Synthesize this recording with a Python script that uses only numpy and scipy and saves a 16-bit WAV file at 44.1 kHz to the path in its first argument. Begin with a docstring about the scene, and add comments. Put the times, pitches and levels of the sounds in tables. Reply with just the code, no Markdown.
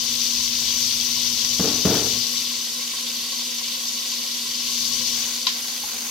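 """First you hear diced vegetables sizzling in oil in a heavy pot: thousands of tiny scattered steam pops.
Larger bubbles ring, oil spits and the air in the pot rings; a burner rushes and a fan hums behind.
A drawer, made of filtered noise and ringing modes, jolts and bangs shut with a rattle.
Near the end a wooden spoon knocks on the pot as ringing modes and stirs as scraping clicks.
The sound leans left with more bass at the start, and again for a moment near the end."""
import sys
import numpy as np
from scipy import signal
from scipy.fft import rfft, irfft, next_fast_len
from scipy.io import wavfile

SR = 44100
rng = np.random.default_rng(int(sys.argv[2]) if len(sys.argv) > 2 else 0)


def persist_wave(psi):
    """Save psi, clipped to +-1, as 16-bit WAV."""
    counts = np.round(np.clip(psi, -1, 1) * 32767).astype(np.int16)
    wavfile.write(sys.argv[1], SR, np.atleast_2d(counts).T)


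N = 269010  # length in samples, about 6.1 s
EDGE_HZ = 15900  # top of the sizzle's bubble bands and of the finished sound

# Stirring lifts the food off the hot floor, so the coarse bubbles die down.
LIFT_START_S, LIFT_TAKES_S, LIFT_DB = 5.1, 1, -4.5
STROKE_EDGE_S = 0.056  # time a stroke of the spoon takes to swell, and to fade

# Colour of the steam pops: pitch_hz, level_db (per Hz)
POP_COLOUR = [(700, -33.5), (1300, -27.5), (1750, -22), (1980, -15.5), (2750, -8.5), (3200, -4.5),
              (4050, -2), (5000, -1.3), (5600, -2), (6050, -1.5), (7300, -10.5), (9800, -14.5),
              (11700, -11), (14300, -15), (15800, -20.5)]
# Parts of one pop, being its snap, the pot walls and the kitchen: energy_db, t60_s (time to fall 60 dB)
POP_PARTS = [(-11.5, 0.0022), (-8, 0.088), (-9.5, 0.23)]


def sizzle(band_count=12):
    """Steam bubbles of many sizes burst in clumps; each pop scatters round the pot, then the kitchen."""
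    sizzle_db, pops_per_s = -27, 9000
    clump_db, clump_hz = 0.75, 5.8  # random wandering of each size of bubble
    fizz_from_hz, fizz_db = 7500, -0.5
    flare_db, fizz_lift_db = 1, -1  # fizz flares while the spoon pushes, sinks between strokes

    pushing = sum(stroke(start_s, length_s) for start_s, length_s, _ in STROKES)
    coarse_db = LIFT_DB * ramp(LIFT_START_S, LIFT_TAKES_S)
    fine_db = fizz_db + fizz_lift_db * ramp(LIFT_START_S, STROKE_EDGE_S) + flare_db * pushing

    # Power of one pop as it dies away
    t = np.arange(8192) / SR
    pop_power = sum(amp(energy_db - 60 * t / t60) ** 2 / t60 for energy_db, t60 in POP_PARTS)

    out = np.zeros((2, N))
    band_hz = EDGE_HZ / band_count
    for hz in (np.arange(band_count) + .5) * band_hz:
        bursts = clicks(pops_per_s / band_count, spread_db=2.0) ** 2
        power = abs(signal.oaconvolve(bursts, pop_power)[:N])
        # Each bubble sits somewhere else, so its echoes are new every time
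        pops = evened(np.sqrt(power) * rng.standard_normal((2, N)))
        size_db = fine_db if hz > fizz_from_hz else coarse_db
        pops *= amp(size_db + clump_db * drift(clump_hz))
        out += signal.oaconvolve(pops, pip(hz, band_hz)[None], "same", axes=1)
    # Fixed surfaces round the stove comb the sound a little
    out += amp(-10) * signal.oaconvolve(out, scatter(t60=0.05), axes=1)[:, :N]
    return amp(sizzle_db) * shaped(out, POP_COLOUR)


def blips(pitch_count=24):
    """Larger bubbles each ring for a moment as they burst; they grow quieter during the stirring."""
    blips_per_s, blip_db = 110, -38.5
    low_hz, high_hz, t60_s = 2985, 6227, 0.067
    t = np.arange(2048) / SR
    out = np.zeros((2, N))
    for hz in np.geomspace(low_hz, high_hz, pitch_count):
        phase, gain = rng.random((2, 2, 1))
        ring = (.5 + gain) * np.sin(2 * np.pi * (hz * t + phase)) * amp(-60 * t / t60_s)
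        ring *= 1 - np.exp(-t / 0.0013)  # soft start
        bursts = clicks(blips_per_s / pitch_count, spread_db=1.5)
        out += signal.oaconvolve(bursts[None], ring, axes=1)[:, :N]
    return amp(blip_db + LIFT_DB * ramp(LIFT_START_S, LIFT_TAKES_S)) * evened(out)


# Single loud spits of oil: start_s, peak_db, pitch_hz
SPITS = [(0.933, -19, 4220), (1.4473, -13, 5270), (2.913, -20, 5800), (3.067, -18, 4400),
         (4.799, -20, 5200), (5.683, -14, 4800)]


def spits():
    """Larger drops of water flash to steam: each is a short snap with a quick scatter of echoes."""
    out = np.zeros((2, N))
    for start_s, peak_db, hz in SPITS:
        path = amp(8) * scatter(t60=0.028)
        path[:, 0] += 1  # the direct sound
        snap = signal.fftconvolve(path, pip(hz, width_hz=2400)[None], axes=1)
        add(out, start_s - .001, amp(peak_db) * snap / abs(snap).max())
    return out


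# Air resonances of the pot: pitch_hz, width_hz, level_db (against each other)
POT_AIR = [(512.3, 38, -0.5), (750, 60, -6), (1012, 82, -0.5), (1091, 47, 1.5), (1563, 43, -3),
           (1950, 117, -2)]


def pot():
    """The bubbling sets the air in the pot ringing at its own pitches."""
    def air_gain(hz):
        return sum(amp(db) / (1 + (2 * (hz - centre) / width) ** 2) for centre, width, db in POT_AIR)

    bubbles = paired(np.array([clicks(700, spread_db=3.5), clicks(700, spread_db=4)]))
    return amp(-48.0) * evened(coloured(bubbles, air_gain))


# Knocks of the drawer: start_s, peak_db (before a small left-right tilt), hardness_db
KNOCKS = [(1.594, -15, 2.5), (1.603, -20.5, -1), (1.641, -19, -2), (1.849, -10.5, -2), (1.903, -21, 2),
          (1.94, -17.5, 4), (2.008, -27, 0.5)]
# Colour of the drawer's dull thud: pitch_hz, level_db (per Hz)
THUD = [(25, -56), (70, -26), (135, -28), (190, -7.5), (290, -7.5), (350, -9.5), (480, -6), (570, -12),
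        (700, -10.5), (950, -18.5), (1500, -18.5), (2500, -28), (6000, -28), (14000, -32.5)]
# Ringing modes of the cabinet: pitch_hz, level_db, t60_s
CABINET = [(72, -22, 0.87), (117.6, -15.5, 0.89), (186.2, 3, 0.17), (208, 4.5, 0.18), (248, -3.5, 1),
           (292.5, -0.5, 0.83), (392, -8, 0.69), (440, 1, 0.62), (466.5, 6, 0.27), (653, -5, 0.52),
           (785, -14, 0.22), (877, -12, 0.79), (1094, -13, 0.95), (1170, -21, 0.33)]


def drawer():
    """A drawer jolts, then bangs shut; the cabinet rings and the contents rattle and settle."""
    rattle_db, rattles_per_s = -14.5, 330  # level is against the knock
    ring_db = -8.5  # how strongly the clatter rings the cabinet

    rattle = np.sqrt(sum((amp(peak_db + rattle_db) * shaken(start_s)) ** 2 for start_s, peak_db, _ in KNOCKS))
    clatter = np.array([clicks(rattles_per_s, spread_db=1.4) for _ in range(2)])
    rung = signal.oaconvolve(clatter[:1], ringing(CABINET, side_db=-22), axes=1)[:, :N]
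    out = rattle * (shaped(clatter, THUD) + amp(ring_db) * evened(rung))

    for start_s, peak_db, hard_db in KNOCKS:
        short_and_long = scatter(t60=0.083, size=32768) + amp(-3.5) * scatter(t60=0.67, size=32768)
        thud = shaped(short_and_long, THUD)
        blow = thud / np.linalg.norm(thud[0]) + ringing(CABINET, side_db=-16.5)
        contact_s = 0.0035 / amp(hard_db)  # a harder blow is shorter
        add(out, start_s, struck(blow, peak_db, hard_db, pivot_hz=390, contact_s=contact_s))
    return out * amp([[.5], [-.5]])  # a touch louder on the left


def shaken(start_s):
    """Loudness of the shaken contents after one knock: it builds up, then dies away."""
    rise_s, t60_s = 0.057, 0.73
    age = np.maximum(np.arange(N) / SR - start_s, 0)
    return ramp(start_s, rise_s) * amp(-60 * age / t60_s)


# Strokes of the spoon through the vegetables: start_s, length_s, scrape_db
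STROKES = [(5.123, 0.29, -34.5), (5.502, 0.33, -35.5), (5.8, 0.41, -32.5)]
# Colour of the scrape: pitch_hz, level_db (per Hz)
SCRAPE = [(100, -30), (650, -11), (810, -4.5), (900, -6), (1350, -9.5), (1580, -3), (1750, -9.5),
          (2450, -2), (5000, -27), (6400, 9), (7500, -11), (15000, -8)]
# Wooden spoon against the pot: start_s, peak_db, pitch_factor (a plain number), hardness_db
SPOON = [(5.178, -22, 0.51, 11), (5.4682, -5, 0.97, 8.5), (5.4725, -16, 0.97, 1), (5.4895, -18, 1, 12),
         (5.836, -27.5, 0.79, -11)]
# Ringing modes of a knock: pitch_hz (before pitch_factor), level_db, t60_s
SPOON_MODES = [(930, -8.5, 0.027), (1070, 5.5, 0.057), (1360, -3, 0.044), (2410, -18, .05),
               (3240, -7, 0.13), (3780, -5, 0.089), (4100, 5, 0.035), (4570, -7, 0.033), (6460, -10, 0.045)]


def spoon():
    """Wood knocks on the pot wall, ringing its modes, and scrapes through the vegetables."""
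    push = sum(amp(scrape_db) * stroke(start_s, length_s) for start_s, length_s, scrape_db in STROKES)
    grains = np.array([clicks(550, spread_db=0), clicks(600, spread_db=1.0)])
    out = push * shaped(grains, SCRAPE)
    for start_s, peak_db, pitch, hard_db in SPOON:
        modes = [(hz * pitch, db, t60) for hz, db, t60 in SPOON_MODES]
        ring = ringing(modes, side_db=-12.0, size=8192)
        echoes = scatter(t60=0.011) + amp(3.5) * scatter(t60=0.28)
        crack = signal.fftconvolve(echoes, pip(3800, width_hz=2640)[None], "same", axes=1)
        knock = ring + amp(1) * crack / np.linalg.norm(crack[0])
        add(out, start_s, struck(knock, peak_db, hard_db, pivot_hz=1800, contact_s=0.00067))
    return out


def stroke(start_s, length_s):
    """Speed of the spoon in one stroke, 0 to 1: it sets off, pushes, stops."""
    stopping = ramp(start_s + length_s - STROKE_EDGE_S, STROKE_EDGE_S)
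    return ramp(start_s, STROKE_EDGE_S) * (1 - stopping)


# Colour of the burner and fan wash: pitch_hz, level_db (per Hz)
BURNER = [(20, -29), (55, -8.5), (85, -19.5), (120, -8.5), (165, -19.5), (205, -7), (238, 3.5), (265, -4.5),
          (305, -9), (470, -7), (620, -11.5), (880, -17), (1400, -9.5), (8000, -51)]
# Fan hum: pitch_hz, level_db (average level, which wavers a little)
HUM = [(120, -70.5), (190.5, -90), (240.8, -47)]


def stove():
    """Soft rush of the burner as coloured noise, with a fan's hum as slightly wavering tones."""
    t = np.arange(N) / SR
    hum = 0
    for hz, level_db in HUM:
        level = amp(level_db + 0.73 * drift(rate_hz=9.5)) * np.sqrt(2)
        hum = hum + level * np.sin(2 * np.pi * hz * t + 0.67 * drift(rate_hz=2.1))
    return hum + amp(-49.0) * shaped(rng.standard_normal((2, N)), BURNER)


def scene():
    """Everything at the stove, added together."""
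    return sizzle() + blips() + spits() + pot() + drawer() + spoon() + stove()


# How far the sound leans left: time_s, share (0 is none, 1 is full)
LEAN = [(0, 0.93), (1.5, 1.11), (2.15, 1.1), (2.7, 0.0), (4.45, 0.03), (5.0, 0.97), (5.2, 0.68), (5.45, 0),
        (6.1, 0.04)]
# Colour added at full lean: pitch_hz, left_db, right_db
LEAN_COLOUR = [(125, 12, 12), (240, 3.7, 3.2), (500, 1.3, .6), (1500, 1.8, .7), (3000, 3.6, 1.7),
               (4500, 5.4, 0), (6000, 8.1, -.7), (7200, 4.1, .4), (8400, -1, 5), (10000, 1.4, 0),
               (11500, 3.3, -1.5), (14500, 6.2, -1.9)]
# How much louder left is than right: pitch_hz, difference_db
BALANCE = [(250, 0), (700, .5), (1300, .6), (2400, 1), (4400, 2.6), (6000, 3.3), (8300, -.7), (11000, 1.2),
           (15000, 2)]


def record(dry):
    """Slides the stereo colour between centred and left-leaning with more bass, then cuts the top."""
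    hz, t, spectrum = signal.stft(dry, SR, nperseg=1024, noverlap=768)
    lean = np.interp(t, *np.transpose(LEAN))
    colour_db = np.array([read(LEAN_COLOUR, hz), read(LEAN_COLOUR, hz, axis=2)])
    balance_db = np.outer([.5, -.5], read(BALANCE, hz))
    spectrum = spectrum * amp(balance_db[..., None] + colour_db[..., None] * lean)
    wet = signal.istft(spectrum, SR, nperseg=1024, noverlap=768)[1][:, :N]
    low_pass = signal.firwin(511, EDGE_HZ, window=("kaiser", 9), fs=SR)
    return signal.oaconvolve(wet, low_pass[None], "same")


def struck(sound, peak_db, hard_db, pivot_hz, contact_s):
    """A blow builds up over its contact time; a harder one tilts the spectrum up about the pivot."""
    sound = sound * (1 - np.exp(-(np.arange(sound.shape[1]) / SR / contact_s) ** 2))
    sound = coloured(sound, lambda hz: amp(hard_db * np.tanh(np.log((hz + 1) / pivot_hz))))
    return amp(peak_db) * sound / abs(sound).max()


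def ringing(modes, side_db, size=32768):
    """Dying modes of a struck body; each mode radiates its own way to left and right."""
    t = np.arange(size) / SR
    mid_side = np.zeros((2, size))
    for hz, db, t60 in modes:
        phase = rng.random((2, 1))
        mid_side += amp(db - 60 * t / t60) * np.sin(2 * np.pi * (hz * t + phase))
    mid, side = mid_side
    ring = mid + amp(side_db) * np.array([side, -side])
    ring *= 1 - np.exp(-t * modes[-1][0])  # soft start
    return ring / np.linalg.norm(ring[0])  # left channel gets energy 1


def scatter(t60, size=8192):
    """A dying cloud of reflections for each channel, of energy 1."""
    cloud = rng.standard_normal((2, size)) * amp(-60 * np.arange(size) / SR / t60)
    return cloud / np.linalg.norm(cloud, axis=1, keepdims=True)


def clicks(per_s, spread_db):
    """Random clicks of either sign, most small and a few large."""
    present = rng.random(N) < per_s / SR
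    sign = rng.choice([-1, 1], N)
    return present * sign * amp(spread_db * np.minimum(rng.exponential(1, N), 5))


def pip(hz, width_hz, size=128):
    """A burst of a few cycles, as a bubble snaps open."""
    t = (np.arange(size) - size // 2) / SR
    return np.exp(-(np.pi * width_hz * t) ** 2) * np.cos(2 * np.pi * hz * t)


def shaped(x, colour):
    """Stereo sound of average level (rms) 1 with its spectrum filtered by the given colour."""
    return evened(coloured(paired(x), lambda hz: amp(read(colour, hz))))


# Likeness of left and right: pitch_hz, likeness (0 is unrelated, 1 is identical)
SAME = [(250, 1), (330, .92), (500, .9), (800, .68), (1150, .85), (1600, .25), (2200, .7), (4000, .55),
        (5000, .25), (7000, 0)]


def paired(x):
    """Blends two unrelated channels: alike in the bass, apart in the treble."""
    size = next_fast_len(x.shape[1])
    a, b = rfft(x, size)
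    same = np.clip(read(SAME, np.fft.rfftfreq(size, 1 / SR)), -1, 1)
    mid = a * np.sqrt((1 + same) / 2)
    side = b * np.sqrt((1 - same) / 2)
    return irfft(np.array([mid + side, mid - side]), size)[:, :x.shape[1]]


def coloured(x, gain_at, size=4096):
    """Filter whose gain depends on pitch and which never sounds before its input (minimum phase)."""
    log_gain = np.log(np.maximum(gain_at(abs(np.fft.fftfreq(size, 1 / SR))), 1e-5))
    taps = np.fft.ifft(np.exp(np.conj(signal.hilbert(log_gain)))).real
    return signal.oaconvolve(x, taps[None], axes=1)[:, :x.shape[1]]


def drift(rate_hz):
    """Slow random wandering of rms 1."""
    hz = np.fft.rfftfreq(N, 1 / SR)
    return evened(irfft(rfft(rng.standard_normal(N)) / (1 + (hz / rate_hz) ** 2), N))


def ramp(start_s, takes_s):
    """Rises from 0 to 1, then holds."""
    return np.clip((np.arange(N) / SR - start_s) / takes_s, 0, 1)


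def add(mix, start_s, sound):
    """Mixes a stereo sound in at its start time."""
    part = mix[:, round(start_s * SR):][:, :sound.shape[1]]
    part += sound[:, :part.shape[1]]


def read(points, hz, axis=1):
    """Reads one column of a pitch table, sliding smoothly between pitches on a log scale."""
    table = np.transpose(points)
    return np.interp(np.log(hz + 1), np.log(table[0] + 1), table[axis])


def evened(x):
    """Scales to rms 1."""
    return x / np.sqrt(np.mean(x ** 2) + 1e-20)


def amp(db):
    """Decibels to gain."""
    return 10 ** (np.asarray(db) / 20)


dry = scene()
out = record(dry)
persist_wave(out)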